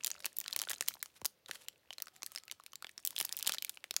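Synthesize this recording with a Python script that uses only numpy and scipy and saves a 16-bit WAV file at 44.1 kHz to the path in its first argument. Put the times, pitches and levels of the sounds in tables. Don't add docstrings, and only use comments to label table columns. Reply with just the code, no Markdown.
import sys
import numpy as np
from scipy import signal
from scipy.fft import rfft, irfft
from scipy.io import wavfile

SR = 44100
rng = np.random.default_rng(int(sys.argv[2]) if len(sys.argv) > 2 else 0)


def master(y):
    cut = np.clip(np.atleast_2d(y).T, -1, 1)
    pcm = np.round(cut * 32767)
    wavfile.write(sys.argv[1], SR, pcm.astype(np.int16))


N = 176400
EDGE_HZ = 16300
LEAD_S = .0015
SPILL_DB, SPILL_HZ = -5, 5800

# (time [s], level [dB], ring pitch [Hz], fall below the ring [dB/octave], fall above it [dB/octave])
CREASE_SNAPS = [(0.0364, -18.5, 6150.0, 6.5, 11.5), (0.0464, -7, 3420, 13.5, 2),
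                (0.0628, -11.5, 3630.0, 5, -4), (0.07, -9.5, 3670, 6.5, -2.5),
                (0.0779, -16.5, 4720.0, 3, 0.5), (0.1036, -18, 4170, 0, -2), (0.1146, -12.5, 6800, 8.5, 27),
                (0.2453, -16.5, 2400, 4, 6.5), (0.2541, -25, 1120, 10, -2), (0.2569, -9, 3530, 0.5, -4.5),
                (0.2627, -13, 2980.0, 3, 3), (0.3687, -16.5, 11140.0, 8.5, 8),
                (0.3862, -7.5, 14800, 12, 18), (0.4023, -14, 3400.0, 10, -5.5),
                (0.4129, -20.5, 4760, 2, -0.5), (0.4417, -26.5, 2810, 13, 6), (0.4613, -21, 4500, 3, 16),
                (0.4806, -13.5, 4030, 7.5, 6.5), (0.5105, -27, 3880.0, 10, 6),
                (0.5282, -12.3, 3400, 34, 10), (0.533, -18.5, 5390.0, 6, 4), (0.5631, -6.5, 1190, -1, -3),
                (0.591, -11, 5330, 9, 2), (0.5985, -15.5, 5050.0, -2.5, 8), (0.6072, -26, 3880.0, -1, 4),
                (0.6174, -9, 1000, 15, -1), (0.628, -22, 11900.0, -0.5, 22), (0.6371, -21, 3420, 3, 6),
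                (0.6724, -22, 1440.0, 2, 10), (0.6874, -17.7, 3040, 9, 13), (0.6961, -16.5, 8600, 6, 13),
                (0.6983, -15.5, 5760.0, 1, -1), (0.7044, -13, 1640.0, 0.5, 0),
                (0.7115, -15.5, 1760.0, 7, 2), (0.7153, -12.5, 9400, 2, 12), (0.733, -17, 3200, 3, 5),
                (0.741, -22, 7020.0, 1, 10), (0.783, -30, 6100, 10, 4), (0.8094, -6, 6700, 1.5, 5.5),
                (0.824, -18, 1880.0, 9, 3), (0.878, -21.5, 2290.0, 18, 1), (0.8813, -19.5, 3630.0, 6, 1),
                (0.8848, -3, 3450, 6.5, -2), (0.9398, -25, 3400.0, 11, 2.5), (1.028, -10.5, 1460, 11, -2),
                (1.059, -25.5, 8010.0, 2, 12), (1.2161, -27, 970.0, 6, 2.5), (1.2477, -15.1, 830, 2, 0.5),
                (1.2554, -6.5, 5390.0, 1, -3.5), (1.2604, -7.5, 4720.0, 8.5, -5),
                (1.4607, -28.5, 3900, 7, 11.5), (1.512, -13, 1730, 22, 6), (1.5535, -29, 1360, 20, -1),
                (1.5565, -24.5, 3670, 2, 7), (1.6848, -15.5, 2510, 7.5, 0.5),
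                (1.9063, -20.2, 2980.0, 1, 11), (1.9288, -25, 3130, 9, 8), (1.9341, -26.3, 5050.0, 16, 12),
                (1.983, -21, 4450, 1.5, 8.5), (2.0022, -25, 3200, 2.5, 4.5), (2.0222, -11.5, 5100, 4, -3.5),
                (2.0706, -27, 1340, 6, 4.5), (2.0828, -28.5, 4750, 0, 4), (2.1634, -32.5, 1880.0, 10, 2),
                (2.2215, -23.5, 5860, 1.5, 15), (2.2316, -15, 5800, 0.5, 6.5),
                (2.2634, -16.0, 3880.0, 7, -4), (2.3191, -26, 1110.0, 11, -0.5),
                (2.35, -24.5, 8550.0, 0.5, 8), (2.3601, -15, 5130, 6, 9.5), (2.376, -21, 4140.0, 7, 10),
                (2.3838, -23, 5000, 8, 8), (2.4362, -32, 8010.0, -2, 16), (2.4806, -26.7, 2630, 4, 4.5),
                (2.4987, -28.8, 2170, 29, 13), (2.5138, -16.5, 3400.0, 8, 3), (2.5218, -23, 8600, 1, 16),
                (2.599, -30.5, 1180.0, 13, 6), (2.6373, -34.5, 10500, 0.5, 10),
                (2.6635, -23.5, 3020, 5.5, 3), (2.7331, -24.5, 1230, 7, 1.5), (2.7563, -20.5, 4500, 13, 5),
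                (2.8244, -21.5, 1330, 4.5, 2), (2.8454, -18.5, 3430, 0.5, 12),
                (2.8685, -24.5, 3400.0, 2.5, 5.5), (2.8933, -27, 1990, 20, 5), (2.9789, -20.5, 5650, 2, 10),
                (3.0511, -7.5, 7500.0, 7.5, -3.5), (3.0629, -17, 2790.0, 2, -5), (3.074, -7, 3800, 15, -4),
                (3.1069, -21, 1180.0, 18, -1.5), (3.164, -14, 3340, 19, 8.5), (3.1813, -12.5, 3900, 9, 12),
                (3.188, -11.5, 3400.0, 10, -6.5), (3.1981, -23, 4800, -1, -9),
                (3.2013, -9.5, 2980.0, 10, 1), (3.2031, -14, 3420, 6, 2), (3.2115, -8, 12100, 0, 20),
                (3.2169, -27, 12710.0, 10, -8), (3.227, -18.4, 4450, 8, -1), (3.2493, -17, 5050.0, 2, 3),
                (3.252, -10, 13570.0, 6, 0), (3.2927, -19.5, 3700, 5, 5), (3.3257, -11.5, 5390.0, 4.5, 0.5),
                (3.331, -23.7, 1540.0, -10, -17), (3.3683, -12.5, 3900, 15, -7.5),
                (3.3751, -22, 2790.0, 20, 1), (3.3898, -17, 2140.0, 4.5, -6.5),
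                (3.3969, -22, 850.0, 23, -2.5), (3.4088, -24.2, 3240, 5, 4), (3.4273, -10.5, 3630.0, 9, -1),
                (3.4467, -25.5, 4140.0, -2, 3), (3.4616, -21, 3600, 11, 4), (3.4669, -12.5, 3860, 7, 3),
                (3.473, -6, 9350, 1, 12), (3.4759, -5, 3350, 23, 0.5), (3.4904, -16.0, 2290.0, 15, -2),
                (3.4946, -7.5, 3200, 0, 1.5), (3.5213, -10, 3350, 25, 4.5), (3.5338, -21, 5760.0, 2, 14),
                (3.5385, -15.5, 6150.0, 7, 6), (3.5456, -16, 4720.0, 3, 4), (3.5481, -20.5, 840, -3, 1.5),
                (3.5533, -27, 4720.0, 2, 10), (3.5839, -13, 3960, 17, 15), (3.6238, -12.7, 2650, 12, 0),
                (3.6479, -12, 2480, 15, 1), (3.6947, -13.2, 3200, 9, -1.5), (3.698, -22, 3440, 5, 2),
                (3.7728, -25, 2570, 2, 8), (3.8414, -18.5, 2150, 6.5, 6), (3.9097, -11, 4200, 0.5, 2.5),
                (3.9409, -23.5, 6500, -0.5, 8), (3.965, -4.0, 5360, 6.5, 5.5)]
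def creases():
    direct, spill = np.zeros((2, N))
    for s, db, ring_hz, below, above in CREASE_SNAPS:
        add(direct, s - LEAD_S, amp(db) * snap(ring_hz, below, above))
        add(spill, s - LEAD_S, amp(db) * snap(SPILL_HZ, below=1.7, above=1.6))
    return direct, amp(SPILL_DB) * spill


RING_DB, RING_OCTAVES, RIPPLE_DB = 5, .35, 3.5
PUSH_DB, PUSH_CORNER_HZ = -24, 159
LAG_S, LAG_HZ = 0.00409, 455
SCATTER_DB, SCATTER_S = -6.5, 0.00093
def snap(ring_hz, below, above):
    t = np.arange(2048) / SR
    hz = np.fft.rfftfreq(len(t), 1 / SR) + 1
    octave = np.log2(hz / ring_hz)
    slopes_db = abs(below) * np.minimum(octave, 0) - above * np.maximum(octave, 0)
    ring_db = RING_DB * np.exp(-(octave / RING_OCTAVES) ** 2)
    ripple_db = RIPPLE_DB * wobble(np.sqrt(hz / hz[-1]), count=36)
    push = amp(PUSH_DB) * (octave < 0) * hz ** 2 / (hz ** 2 + PUSH_CORNER_HZ ** 2)
    gain = amp(slopes_db + ring_db + ripple_db) + push
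    gain /= np.sqrt(np.mean(gain ** 2 * (hz < EDGE_HZ)))
    log_gain = np.log(np.maximum(gain, 1e-4))
    phase = -signal.hilbert(np.r_[log_gain, log_gain[-2:0:-1]]).imag[:len(hz)]
    phase -= 2 * np.pi * LAG_S * LAG_HZ * np.arctan(hz / LAG_HZ)
    decay = np.exp(-t / SCATTER_S)
    scatter = rng.standard_normal(len(t)) * decay * (1 - decay)
    paths = 1 + amp(SCATTER_DB) * rfft(scatter / np.linalg.norm(scatter))
    phase += 2 * np.pi * (rng.random() - hz * LEAD_S)
    fade = np.cos(np.pi / 2 * t / t[-1])
    return irfft(gain * np.exp(1j * phase) * paths) * fade


CRACKLE_PER_S, CRACKLE_DB = 100, -52.5
CRACKLE_SPREAD_DB, CRACKLE_FOLLOW = 7, 0.5
CRACKLE_HZ, CRACKLE_OCTAVES = 3910, 0.84
def crackle(effort_db, patches=24):
    out = np.zeros(N)
    for spread in np.linspace(-2, 2, patches):
        due = rng.random(N) < CRACKLE_PER_S * amp(effort_db) / patches / SR
        extra_db = CRACKLE_SPREAD_DB * np.minimum(rng.exponential(1, N), 2.5)
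        size = amp(CRACKLE_DB + CRACKLE_FOLLOW * effort_db + extra_db)
        click = snap(CRACKLE_HZ * 2 ** (CRACKLE_OCTAVES * spread), below=9.5, above=12)
        out += signal.oaconvolve(due * size, click)[:N]
    return out


# (frequency [Hz], gain [dB])
FILM_COLOUR = [(100, -14), (600, -1), (1200, -.5), (3400, 0), (8000, 0), (16000, -1)]
def film(clicks):
    return coloured(clicks, FILM_COLOUR)


# (time [s], level [dB])
GRIP = [(0, -62), (.08, -60.5), (.18, -64.5), (.33, -68.5), (.46, -63), (.59, -55.5), (.66, -63.5),
        (.72, -56), (0.799, -62.5), (0.898, -58.5), (.98, -70.5), (1.1, -68), (1.4, -80), (1.7, -71.5),
        (1.88, -76), (2.051, -71.5), (2.33, -68.5), (2.56, -78.5), (3.02, -74), (3.091, -60.5),
        (3.22, -57.5), (3.3, -63), (3.37, -58), (3.44, -61.5), (3.5, -50.5), (3.6, -65.5), (3.679, -65.5),
        (3.76, -69), (3.88, -74.5), (4, -60.5)]
def squeeze():
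    return np.interp(np.arange(N) / SR, *np.transpose(GRIP))


HISS_DB, HISS_FLUTTER_DB = -9, 5.5
# (frequency [Hz], relative level [dB])
HISS_SPECTRUM = [(60, -6), (200, -1.5), (600, -3), (1500, 2.5), (3500, 5), (7000, 2), (12000, 0),
                 (16000, -10)]
# (middle time [s], half length [s], level [dB])
FINGER_SLIDES = [(.204, 0.0029, -49.5), (1.17, 0.01, -58), (1.492, 0.0085, -51.5), (1.544, 0.03, -55.5),
                 (1.617, 0.027, -62.5), (2.16, 0.017, -68.5), (2.358, 0.047, -69)]
def sliding(squeeze_db):
    t = np.arange(N) / SR
    slides = sum(amp(db) * np.exp(-((t - s) / half) ** 2) for s, half, db in FINGER_SLIDES)
    flutter = amp(HISS_FLUTTER_DB * wobble(t / t[-1], count=3000))
    hiss = unit_rms(coloured(rng.standard_normal(N) * flutter, HISS_SPECTRUM))
    return (amp(squeeze_db + HISS_DB) + slides) * hiss


BUMP_DROP_HZ, BUMP_END_HZ, BUMP_GLIDE_S, BUMP_ROUGHNESS = 1222, 83.5, 0.00346, 0.63
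# (time [s], level [dB], decay time [s])
TOY_BUMPS = [(0.953, -50, 0.0043), (1.2154, -49.5, .014), (1.494, -42, 0.0036), (2.524, -59, 0.012),
             (3.202, -43.5, 0.0029), (3.497, -48, 0.0056)]
def bumps():
    out, t = np.zeros(N), np.arange(SR // 10) / SR
    for s, db, decay_s in TOY_BUMPS:
        hz = BUMP_END_HZ + BUMP_DROP_HZ * np.exp(-t / BUMP_GLIDE_S)
        thud = np.exp(-t / decay_s) * np.sin(2 * np.pi * np.cumsum(hz) / SR)
        uneven = 1 + BUMP_ROUGHNESS * wobble(np.sqrt(t / t[-1]), count=30)
        add(out, s, amp(db) * uneven * thud)
    return out


KNEAD_DB, KNEAD_FOLLOW = -79, 0.71
# (frequency [Hz], relative level [dB])
STUFFING_SPECTRUM = [(20, -23), (70, 3.5), (130, 1), (300, 1), (700, -1), (2000, -27)]
def kneading(effort_db):
    rustle = unit_rms(coloured(rng.standard_normal(N), STUFFING_SPECTRUM))
    return amp(KNEAD_DB + KNEAD_FOLLOW * effort_db) * rustle


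TAIL_DB, TAIL_RISE_S = -21.5, 0.0045
# (delay [s], level [dB])
NEAR_ECHOES = [(.0053, -23.5), (0.0116, -39)]
# (frequency [Hz], time to fall 60 dB [s])
ROOM_DECAY = [(200, 0.39), (1000, 0.17), (4000, 0.2), (9000, 0.17), (16000, 0.14)]
def room(x):
    hz, t, noise = signal.stft(rng.standard_normal(SR // 2), SR, nperseg=256)
    decay = amp(-60 * t / value_at(ROOM_DECAY, hz)[:, None])
    tail = signal.istft(noise * decay, SR, nperseg=256)[1]
    tail *= np.minimum(np.arange(len(tail)) / SR / TAIL_RISE_S, 1)
    response = amp(TAIL_DB) * tail / np.linalg.norm(tail)
    for delay, db in NEAR_ECHOES:
        add(response, delay, amp([db]))
    return signal.fftconvolve(x, response)[:N]


ROOM_TONE_DB = -76
# (frequency [Hz], relative level [dB])
ROOM_TONE_SPECTRUM = [(20, -33), (40, -9), (70, 1), (130, 1), (300, -2), (550, -5.5), (800, -6),
                      (2000, -6.5), (4500, -8.5), (8000, -19.5), (12500, -14.5), (16000, -12)]
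# (middle time [s], half length [s], frequency [Hz], half width [Hz], level [dB])
ROOM_TONE_SWELLS = [(.21, 0.12, 597, 50, -70.5), (1.63, 0.33, 520, 80, -78.5),
                    (2.172, 0.041, 755, 25, -76.5), (2.33, 0.23, 1280, 22, -77.5)]
def room_tone():
    t, f = np.arange(N) / SR, np.fft.rfftfreq(N, 1 / SR)
    out = amp(ROOM_TONE_DB) * unit_rms(coloured(rng.standard_normal(N), ROOM_TONE_SPECTRUM))
    for s, half, hz, width, db in ROOM_TONE_SWELLS:
        band = irfft(rfft(rng.standard_normal(N)) / (1 + ((f - hz) / width) ** 2), N)
        out += amp(db) * np.exp(-((t - s) / half) ** 2) * unit_rms(band)
    return out


def amp(db):
    return 10 ** (np.asarray(db) / 20)


def unit_rms(x):
    return x / np.sqrt(np.mean(x ** 2) + 1e-20)


def value_at(points, hz):
    f, value = np.transpose(points)
    return np.interp(np.log(hz + 1), np.log(f + 1), value)


def add(mix, s, sound):
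    part = mix[max(round(s * SR), 0):][:len(sound)]
    part += sound[:len(part)]


def coloured(x, points):
    return irfft(rfft(x) * amp(value_at(points, np.fft.rfftfreq(N, 1 / SR))), N)


def wobble(at, count):
    return np.interp(at, np.linspace(0, 1, count), rng.standard_normal(count))


def scene():
    squeeze_db = squeeze()
    effort_db = squeeze_db - np.mean(squeeze_db)
    snaps, spill = creases()
    wrapper = film(snaps + crackle(effort_db)) + sliding(squeeze_db) + kneading(effort_db) + bumps()
    return (wrapper + room(wrapper + spill) + room_tone())[None]


LOW_CUT_HZ = 45
def record(dry):
    low_cut = signal.butter(2, LOW_CUT_HZ, "highpass", fs=SR, output="sos")
    band_limit = signal.firwin(255, EDGE_HZ, window=("kaiser", 9), fs=SR)
    return signal.oaconvolve(signal.sosfilt(low_cut, dry), band_limit[None], "same")


dry = scene()
out = record(dry)
master(out)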